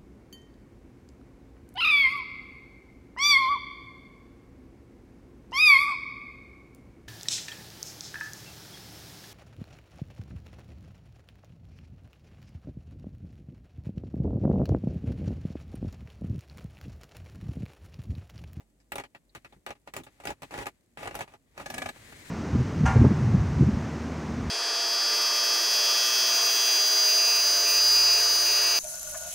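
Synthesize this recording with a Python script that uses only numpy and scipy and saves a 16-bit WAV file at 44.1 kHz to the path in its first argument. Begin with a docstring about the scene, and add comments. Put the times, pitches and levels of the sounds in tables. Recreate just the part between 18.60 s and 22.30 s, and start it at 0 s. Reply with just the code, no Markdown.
"""Diagnostic plug in a parked car

Two microphones in the dead cabin hear a hand work a plastic plug against its dashboard socket.
The plug knocks and scrapes on the rim, then judders home in seven quick slips; each contact briefly
rings the plug and trim. The dashboard rumbles under the leaning arm and the cable sheath ticks.
Sleeve and cable rustle, loudest as the hand draws back."""
import sys
import numpy as np
from scipy import signal
from scipy.fft import rfft, irfft
from scipy.io import wavfile

SR = 44100
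rng = np.random.default_rng(int(sys.argv[2]) if len(sys.argv) > 2 else 0)


def output_pcm(signal):
    """Save a mono or channel-first signal as 16-bit PCM at the path in sys.argv[1].

    Samples are clipped to [-1, 1] before scaling.
    """
    pcm = np.clip(np.atleast_2d(signal).T, -1, 1) * 32767
    wavfile.write(sys.argv[1], SR, np.round(pcm).astype(np.int16))


N = 163170
RING_SIZE = 4096  # samples given to one contact
AGE = np.arange(RING_SIZE) / SR

# Modes of the loose plug and trim. Each row: frequency in Hz, level in dB, seconds to fall 60 dB,
# lag at the left microphone in ms, left minus right in dB.
LOOSE_MODES = [(280,-13,.1,0,0),(388,-9,.11,.25,-1),(438,-10,.09,.25,-1),(565,-4,.09,.1,-1),(690,-6.5,.06,.2,3),(826,1,.085,.31,-1.5),(935,-8,.06,.2,-1),(1212,-6,.065,.15,-2),(1450,-8.5,.06,.2,5),(1690,-6,.07,.2,0),(1930,-7.5,.06,.1,2),(2285,-11.5,.06,.05,3),(2620,-6.5,.05,.17,2)]
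# Modes of the plug held in the socket, with the same columns.
SEATED_MODES = [(250,-8,.1,0,1),(570,-4.5,.07,.1,0),(660,-3.5,.06,.2,4),(745,-2.5,.06,.3,3),(820,-3,.06,.31,-1.5),(1220,-6,.06,.15,-3),(1690,3,.06,.15,2),(2285,-5.5,.06,.05,5),(2680,-9,.04,.17,2),(3790,-10,.05,.1,0),(6150,-14,.04,0,0)]
# The bright snap of plastic. Each row: frequency in Hz, spectral level in dB.
SNAP_SPECTRUM = [(1500,-20),(3000,-3),(4400,-1),(5400,.5),(7200,1.5),(9500,-3),(12500,-7),(16000,-11.5)]
# Cloth and cabin air at the pair. Each row: frequency in Hz, left-right correlation.
DIFFUSE_LIKENESS = [(100,.9),(600,.6),(2000,.3),(12000,.2)]

# Each envelope: attack in seconds, decay in seconds, tail level in dB, tail length in seconds.
KNOCK_SHAPE, SNAP_SHAPE = (.0006, .0055, -7, .026), (.0006, .0038, -13.5, .026)
TYPICAL_KNOCK_DB = -42


def from_db(db):
    """Decibels to gain."""
    return 10 ** (np.asarray(db) / 20)


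def at_hz(points, hz):
    """Read a table on a log-frequency axis."""
    freqs, values = np.transpose(points)
    return np.interp(np.log(hz + 1), np.log(freqs), values)


def fader(points):
    """Gain at every sample, from rows of seconds and dB."""
    return from_db(np.interp(np.arange(N) / SR, *np.transpose(points)))


def pan(db):
    """Left and right gains, db apart, at constant total power."""
    gains = from_db(np.array([[db], [-db]]) / 2)
    return gains / np.sqrt(np.mean(gains ** 2))


def unit(x, seconds=None):
    """Scale to rms 1, over the first seconds or throughout."""
    head = x if seconds is None else x[:, :int(seconds * SR)]
    return x / np.sqrt(np.mean(head ** 2) + 1e-20)


def tilted(table, db_per_octave, pivot_hz):
    """Brighten or dull a spectrum or modes; the slope ends 0.8 octave either side of the pivot."""
    return [(hz, db + db_per_octave * np.clip(np.log2(hz / pivot_hz), -.8, .8), *rest)
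            for hz, db, *rest in table]


def noise(spectrum, size, likeness=None, balance=None, ripple_db=0, ripple_spacing_hz=170):
    """Coloured noise at the two microphones; ripple gives a spot on the plug its own resonances."""
    # Unless others are given. Each row: frequency in Hz, left-right correlation.
    usual_likeness = [(100,.92),(300,.85),(500,.85),(1000,.68),(1600,.3),(4000,.1),(7000,.35),(15000,.45)]
    # Unless others are given. Each row: frequency in Hz, left minus right in dB.
    usual_balance = [(300,0),(850,-1),(1400,3),(2400,4.5),(4000,3),(6000,1),(8500,-3),(14000,-1)]
    # Phase across the pair. Each row: frequency in Hz, lead of the left microphone in radians.
    lead = [(250,0),(400,-.7),(560,-.4),(800,-1.55),(1100,-.6),(2000,-2),(4500,-1.5),(6500,0)]
    hz = np.arange(size // 2 + 1) * SR / size
    mid, side = rfft(rng.standard_normal((2, size)))
    alike = np.clip(at_hz(likeness or usual_likeness, hz), -1, 1)
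    sign = np.array([[1], [-1]])
    pair = np.sqrt(1 + alike) * mid + sign * np.sqrt(1 - alike) * side
    ripple = np.interp(hz / ripple_spacing_hz, np.arange(len(hz)), rng.standard_normal(len(hz)))
    side_db = sign * at_hz(balance or usual_balance, hz) / 2
    gain = from_db(at_hz(spectrum, hz) + ripple_db * ripple + side_db)
    return unit(irfft(pair * gain * np.exp(.5j * sign * at_hz(lead, hz)), size))


def grains(per_s, spread_db=2.3):
    """Random impulses of uneven size."""
    sizes = from_db(spread_db * np.minimum(rng.exponential(1, N), 3)) * rng.choice([-1, 1], N)
    return unit(sizes * (rng.random(N) < per_s / SR))


def cabin():
    """The quiet cabin: a faint, steady, mostly low noise."""
    # Each row: frequency in Hz, spectral level in dB.
    spectrum = [(20,-26),(40,-22),(51,7),(60,-14),(100,-14),(190,-13),(280,-10.5),(420,-20),(590,-20),(800,-29),(1500,-36),(4000,-38),(6000,-37.5),(7700,-32),(10000,-36.5),(16000,-43)]
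    return from_db(-68.6) * noise(spectrum, N, DIFFUSE_LIKENESS)


def rustle(flutter_db=1.5, flutter_hz=90):
    """Sleeve and cable slide with a fine, uneven grain."""
    # Their movement. Each row: time in seconds, level in dB.
    movement = [(0,-85),(.72,-82),(.78,-70),(.82,-77),(.93,-69),(1.0,-81),(1.2,-83),(1.5,-70.5),(1.65,-68.5),(1.79,-76),(1.86,-62),(2.12,-72),(2.3,-82),(2.58,-65),(2.8,-82),(2.95,-71),(3.14,-54),(3.33,-55.5),(3.4,-53.5),(3.54,-50.5),(3.62,-51),(3.7,-47.5)]
    # Sliding cloth. Each row: frequency in Hz, spectral level in dB.
    cloth = [(30,-4),(55,4),(150,7),(300,5),(600,0),(1300,-4),(1950,4.5),(2900,-4),(4300,-3.5),(5400,-9),(7600,-5),(11000,-12),(16000,-18.5)]
    # The sleeve lies to the left. Each row: frequency in Hz, left minus right in dB.
    balance = [(600,1),(1300,6),(2400,8),(4400,2.5),(8000,0)]
    flutter = np.interp(np.arange(N) * flutter_hz / SR, np.arange(N), rng.standard_normal(N))
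    return fader(movement) * from_db(flutter_db * flutter) * noise(cloth, N, DIFFUSE_LIKENESS, balance)


def rumble():
    """The dashboard rumbles as the arm leans on it."""
    # The arm's pressure. Each row: time in seconds, level in dB.
    lean = [(0,-88),(1.2,-80),(1.7,-68),(1.8,-74),(2.03,-61),(2.15,-80),(2.35,-80),(2.55,-64),(2.8,-78),(3.2,-61),(3.7,-66)]
    # The panel's low response. Each row: frequency in Hz, spectral level in dB.
    spectrum = [(20,-28),(38,-20),(52,5),(63,-7),(85,-3),(135,-6),(250,-35),(600,-70)]
    return fader(lean) * noise(spectrum, N)


def ticks(per_s=45, decay_s=.0015):
    """The cable sheath gives faint dry ticks as it bends."""
    tick = unit(noise(SNAP_SPECTRUM, RING_SIZE) * np.exp(-AGE / decay_s)) / np.sqrt(RING_SIZE)
    return from_db(-86) * signal.fftconvolve([grains(per_s)], tick, axes=1)[:, :N]


def burst(spectrum, shape, damp_db, ripple_db=0):
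    """Dense ringing: a fast decay, then a short diffuse tail cut off quickly, as by a noise gate."""
    attack_s, decay_s, tail_db, tail_s = shape
    decay_power = np.exp(-2 * AGE / decay_s)
    tail_power = from_db(tail_db - damp_db) ** 2 * np.exp(-2 * (AGE / tail_s) ** 2.5)
    envelope = (1 - np.exp(-AGE / attack_s)) * np.sqrt(decay_power + tail_power)
    return noise(spectrum, RING_SIZE, ripple_db=ripple_db) * envelope


def ring(modes, attack_s, spread_db=2.2, hold_s=.033):
    """Each contact strikes the modes with strengths of its own; they fade fast after hold_s."""
    out = 0
    for hz, db, t60, lag_ms, pan_db in modes:
        t = np.maximum(AGE - np.array([[lag_ms], [0]]) * 1e-3, 0)
        envelope = from_db(db + spread_db * rng.normal() - 60 * t / t60) * (1 - np.exp(-t / attack_s))
        out = out + pan(pan_db) * envelope * np.sin(2 * np.pi * (hz * t + rng.random()))
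    return out * np.exp(-(AGE / hold_s) ** 4)


def contact(strike, modes, shapes=(KNOCK_SHAPE, SNAP_SHAPE), knock_pivot_hz=1200, snap_pivot_hz=8500):
    """Plug meets socket: a low thud of the dashboard, a hollow knock and a bright snap."""
    # The dashboard's low register. Each row: frequency in Hz, spectral level in dB.
    thud_spectrum = [(25,-31),(38,-21),(52,4),(64,-9),(85,-2.5),(125,0),(190,-5),(260,-.5),(380,-2.5),(520,-19),(1000,-50)]
    # Its middle register, with the same columns.
    knock_spectrum = [(220,-30),(400,-6),(600,-2),(820,4),(1050,-5),(1500,-6),(2000,-4.5),(2650,-5),(3300,-12),(4300,-15),(6000,-29),(12000,-60)]
    thud_db, knock_db, snap_db, pan_db, knock_tilt, snap_tilt = strike
    force_db = max(knock_db - TYPICAL_KNOCK_DB, -10)
    damp_db = .45 * force_db  # hard contacts are crisper, with less tail
    blunt = from_db(.55 * max(-force_db, 0))  # light taps build more slowly
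    knock_shape, snap_shape = [(attack_s * blunt, *rest) for attack_s, *rest in shapes]
    thud = burst(thud_spectrum, (.004, .012, -5, .028), damp_db)
    dense = burst(tilted(knock_spectrum, knock_tilt, knock_pivot_hz), knock_shape, damp_db, 2.25)
    tones = ring(tilted(modes, knock_tilt, knock_pivot_hz), attack_s=knock_shape[0] / 2)
    snap = burst(tilted(SNAP_SPECTRUM, snap_tilt, snap_pivot_hz), snap_shape, damp_db, ripple_db=4.5)
    knock = from_db(-3.8) * unit(dense, .01) + from_db(-1.7) * unit(tones, .01)
    return (from_db(thud_db - 1.5) * unit(thud, .024)
            + from_db(knock_db) * knock
            + from_db(snap_db + .5) * pan(pan_db) * unit(snap, .01))


def place(events):
    """Mix short sounds, each given with its start in seconds."""
    out = np.zeros((2, N + RING_SIZE))
    for start_s, sound in events:
        start = int(start_s * SR)
        out[:, start:start + RING_SIZE] += sound
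    return out[:, :N]


def knocks():
    """The loose plug knocks on the socket rim and rings the trim."""
    # Each row: start in seconds, thud, knock and snap levels in dB, the snap's left minus right in dB,
    # knock and snap tilts in dB per octave.
    strikes = [(0.005, -76, -60, -73, 0, -2, 0), (0.201, -80, -72, -72, 0, 5, -4),
               (0.3195, -50, -34.5, -43, -2, 6, 7), (0.336, -51, -49, -75, 0, -6, 0),
               (0.3558, -51, -35, -43, -2, -1, 3), (0.3815, -46, -35, -46.5, -3, 3.5, 0),
               (0.398, -53, -38.5, -50.5, 0, 0, -3), (0.4368, -59, -45.5, -60, -2, 3, -2),
               (0.5475, -61, -47.5, -67, 1, 3, 4), (0.7495, -54, -44, -53, -3, 4, -1),
               (0.756, -53, -47, -63, 1, 4, -1), (0.8462, -59, -47.5, -62, -4, 4, -1),
               (0.924, -61, -55, -73, -2, -3, 1), (0.963, -59, -70, -80, 0, 0, 4),
               (1.0635, -52, -37, -49, -5, 2, 2), (1.089, -49, -45, -59, 0, 1, 0),
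               (1.105, -56, -36.5, -52, -2, -1, -2), (1.152, -68, -64, -76, 1, 2, -4),
               (1.274, -58, -44, -61, -2, 0, 0), (1.3372, -54, -40, -49, -3, 3, 3),
               (1.3645, -47, -37, -42, -4, 0, 3), (1.385, -49, -49, -59, 1, 0, 3),
               (1.398, -47, -52, -66, 0, -3, 2), (1.435, -68, -58, -57, -2, 3, 4),
               (1.465, -59, -50, -66, 2, -1, 0), (1.6, -62, -49, -61, 2, 0, 1),
               (1.637, -54, -49, -59, 8, 0, 0), (1.6528, -47, -36, -44.5, -1, 0, 2),
               (1.671, -47, -35.5, -44, -3, 5, 0), (1.692, -45, -39.5, -59, -1, -2, 1),
               (1.704, -51, -37, -48, 0, -1, 1), (1.82, -50, -44, -52, 0, 0, 2),
               (1.831, -50, -42, -54, 0, 1, 0), (1.9085, -52, -45, -57, 1, -2, -2),
               (1.9395, -52, -38, -51, 1, -2, -2), (1.977, -46, -40, -51, -1, -1, -1),
               (1.987, -46, -38, -50, -1, 0, -2), (2.057, -51, -39.5, -51, -2, 2, 1),
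               (2.067, -51, -33, -44, -1, 1, 1), (2.3725, -57, -42.5, -60, -4, 3, 0),
               (2.43, -51, -39, -53, -1, -1, -2), (2.456, -49, -38, -55, -2, 0, -3),
               (2.474, -47, -34, -47.5, -3, -1, -1), (2.509, -50, -43, -58, -1, 0, -2),
               (2.543, -52, -43, -56, -2, -2, 2), (2.552, -49, -35.5, -42, -1, -2, 3),
               (2.59, -49, -38, -50, -2, -2, 3), (2.607, -52, -35, -47.5, -1, 2, 0),
               (2.613, -49, -35.5, -49, -1, 0, -1), (2.677, -63, -52, -66, 0, -1, 0),
               (2.737, -68, -49, -65, -1, -2, -4), (2.977, -51, -40.5, -54, -1, 0, -2),
               (2.999, -49, -39.5, -56, -1, 0, 1), (3.36, -64, -53, -66, 0, 1, 1),
               (3.523, -57, -49, -59, 1, 3, 1)]
    return place((start_s, contact(strike, LOOSE_MODES)) for start_s, *strike in strikes)


def pings(half_width_hz=460, decay_s=.009):
    """The plug catches a stiff edge of the socket, which rings with a tight cluster of modes."""
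    # Each row: start in seconds, centre frequency in Hz, level in dB.
    catches = [(.3558, 3700, -49), (.693, 4200, -68), (.924, 3450, -63), (1.3645, 2700, -44),
               (1.3645, 7300, -45.5), (1.435, 3500, -58), (1.672, 2550, -39), (1.672, 5100, -46)]
    envelope = (1 - np.exp(-AGE / SNAP_SHAPE[0])) * np.exp(-AGE / decay_s)
    events = []
    for start_s, centre_hz, db in catches:
        cluster = [(hz, -20 * np.log10(1 + ((hz - centre_hz) / half_width_hz) ** 4))
                   for hz in centre_hz * np.geomspace(.5, 2, num=81)]
        ping = unit(noise(cluster, RING_SIZE) * envelope, .01)
        events.append((start_s, from_db(db) * ping))
    return place(events)


def friction(effort, modes, thud_db, snap_db, spots=6, grains_per_s=1900):
    """Tiny catches of plastic on plastic ring one body; thud and snap are relative to the knock."""
    out, force = 0, fader(effort)
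    levels = TYPICAL_KNOCK_DB + np.array([thud_db, 0, snap_db])
    for _ in range(spots):
        response = unit(contact((*levels, -1.5, 0, 0), modes))  # snap nudged right, no tilt
        catches = grains(grains_per_s / spots) * force
        out = out + signal.fftconvolve([catches], response, axes=1)[:, :N]
    return out / np.sqrt(spots * RING_SIZE)


def scrape():
    """The loose plug scrapes over the rim between knocks."""
    # Each row: time in seconds, level in dB.
    effort = [(1.25,-85),(1.275,-52),(1.295,-80),(1.335,-75),(1.345,-48),(1.385,-47),(1.4,-80),(1.55,-78),(1.64,-53),(1.68,-41),(1.715,-43),(1.73,-75),(1.895,-75),(1.915,-45),(1.99,-40),(2.028,-40),(2.04,-62),(2.07,-46),(2.09,-85),(2.365,-85),(2.375,-44.5),(2.45,-43),(2.49,-56),(2.535,-55),(2.56,-46),(2.622,-42),(2.645,-68),(2.725,-55),(2.76,-85),(2.92,-78),(2.98,-48),(3.02,-44),(3.06,-85)]
    return friction(effort, LOOSE_MODES, thud_db=-9, snap_db=-11.5)


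def drag():
    """The plug rubs inside the socket between slips."""
    # Each row: time in seconds, level in dB.
    effort = [(3.02,-120),(3.04,-63),(3.085,-48),(3.2,-45),(3.29,-46.5),(3.315,-120)]
    return friction(effort, SEATED_MODES, thud_db=-5, snap_db=-9.5)


def slips():
    """The plug sticks and slips as it slides home, each jolt with a softer attack than a knock."""
    # Each row: start in seconds, thud, knock and snap levels in dB, the snap's left minus right in dB,
    # knock and snap tilts in dB per octave.
    jolts = [(3.0585, -53, -37, -45, 0, -1, -2), (3.0995, -52, -36.5, -44, -3, 0, -1),
             (3.14, -47, -36, -42.5, -3, 1, 0), (3.179, -47, -33, -42, -2, 2, 1),
             (3.218, -53, -32.5, -45.5, -4, 1, 1), (3.2575, -46, -33, -48, -3, -1, 0),
             (3.288, -52, -35, -46, -1, 2, 0)]
    shapes = (.006, .0052, -18, .022), (.005, .0052, -22, .03)  # knock and snap envelopes
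    return place((start_s, contact(jolt, SEATED_MODES, shapes)) for start_s, *jolt in jolts)


def scene():
    """Cabin, arm, cable and plug together at the two microphones."""
    return cabin() + rustle() + rumble() + ticks() + knocks() + pings() + scrape() + drag() + slips()


def record(dry, cutoff_hz=16000):
    """The top is cut steeply."""
    return signal.sosfilt(signal.ellip(12, .1, 70, cutoff_hz, fs=SR, output="sos"), dry)


dry = scene()
out = record(dry)
output_pcm(out)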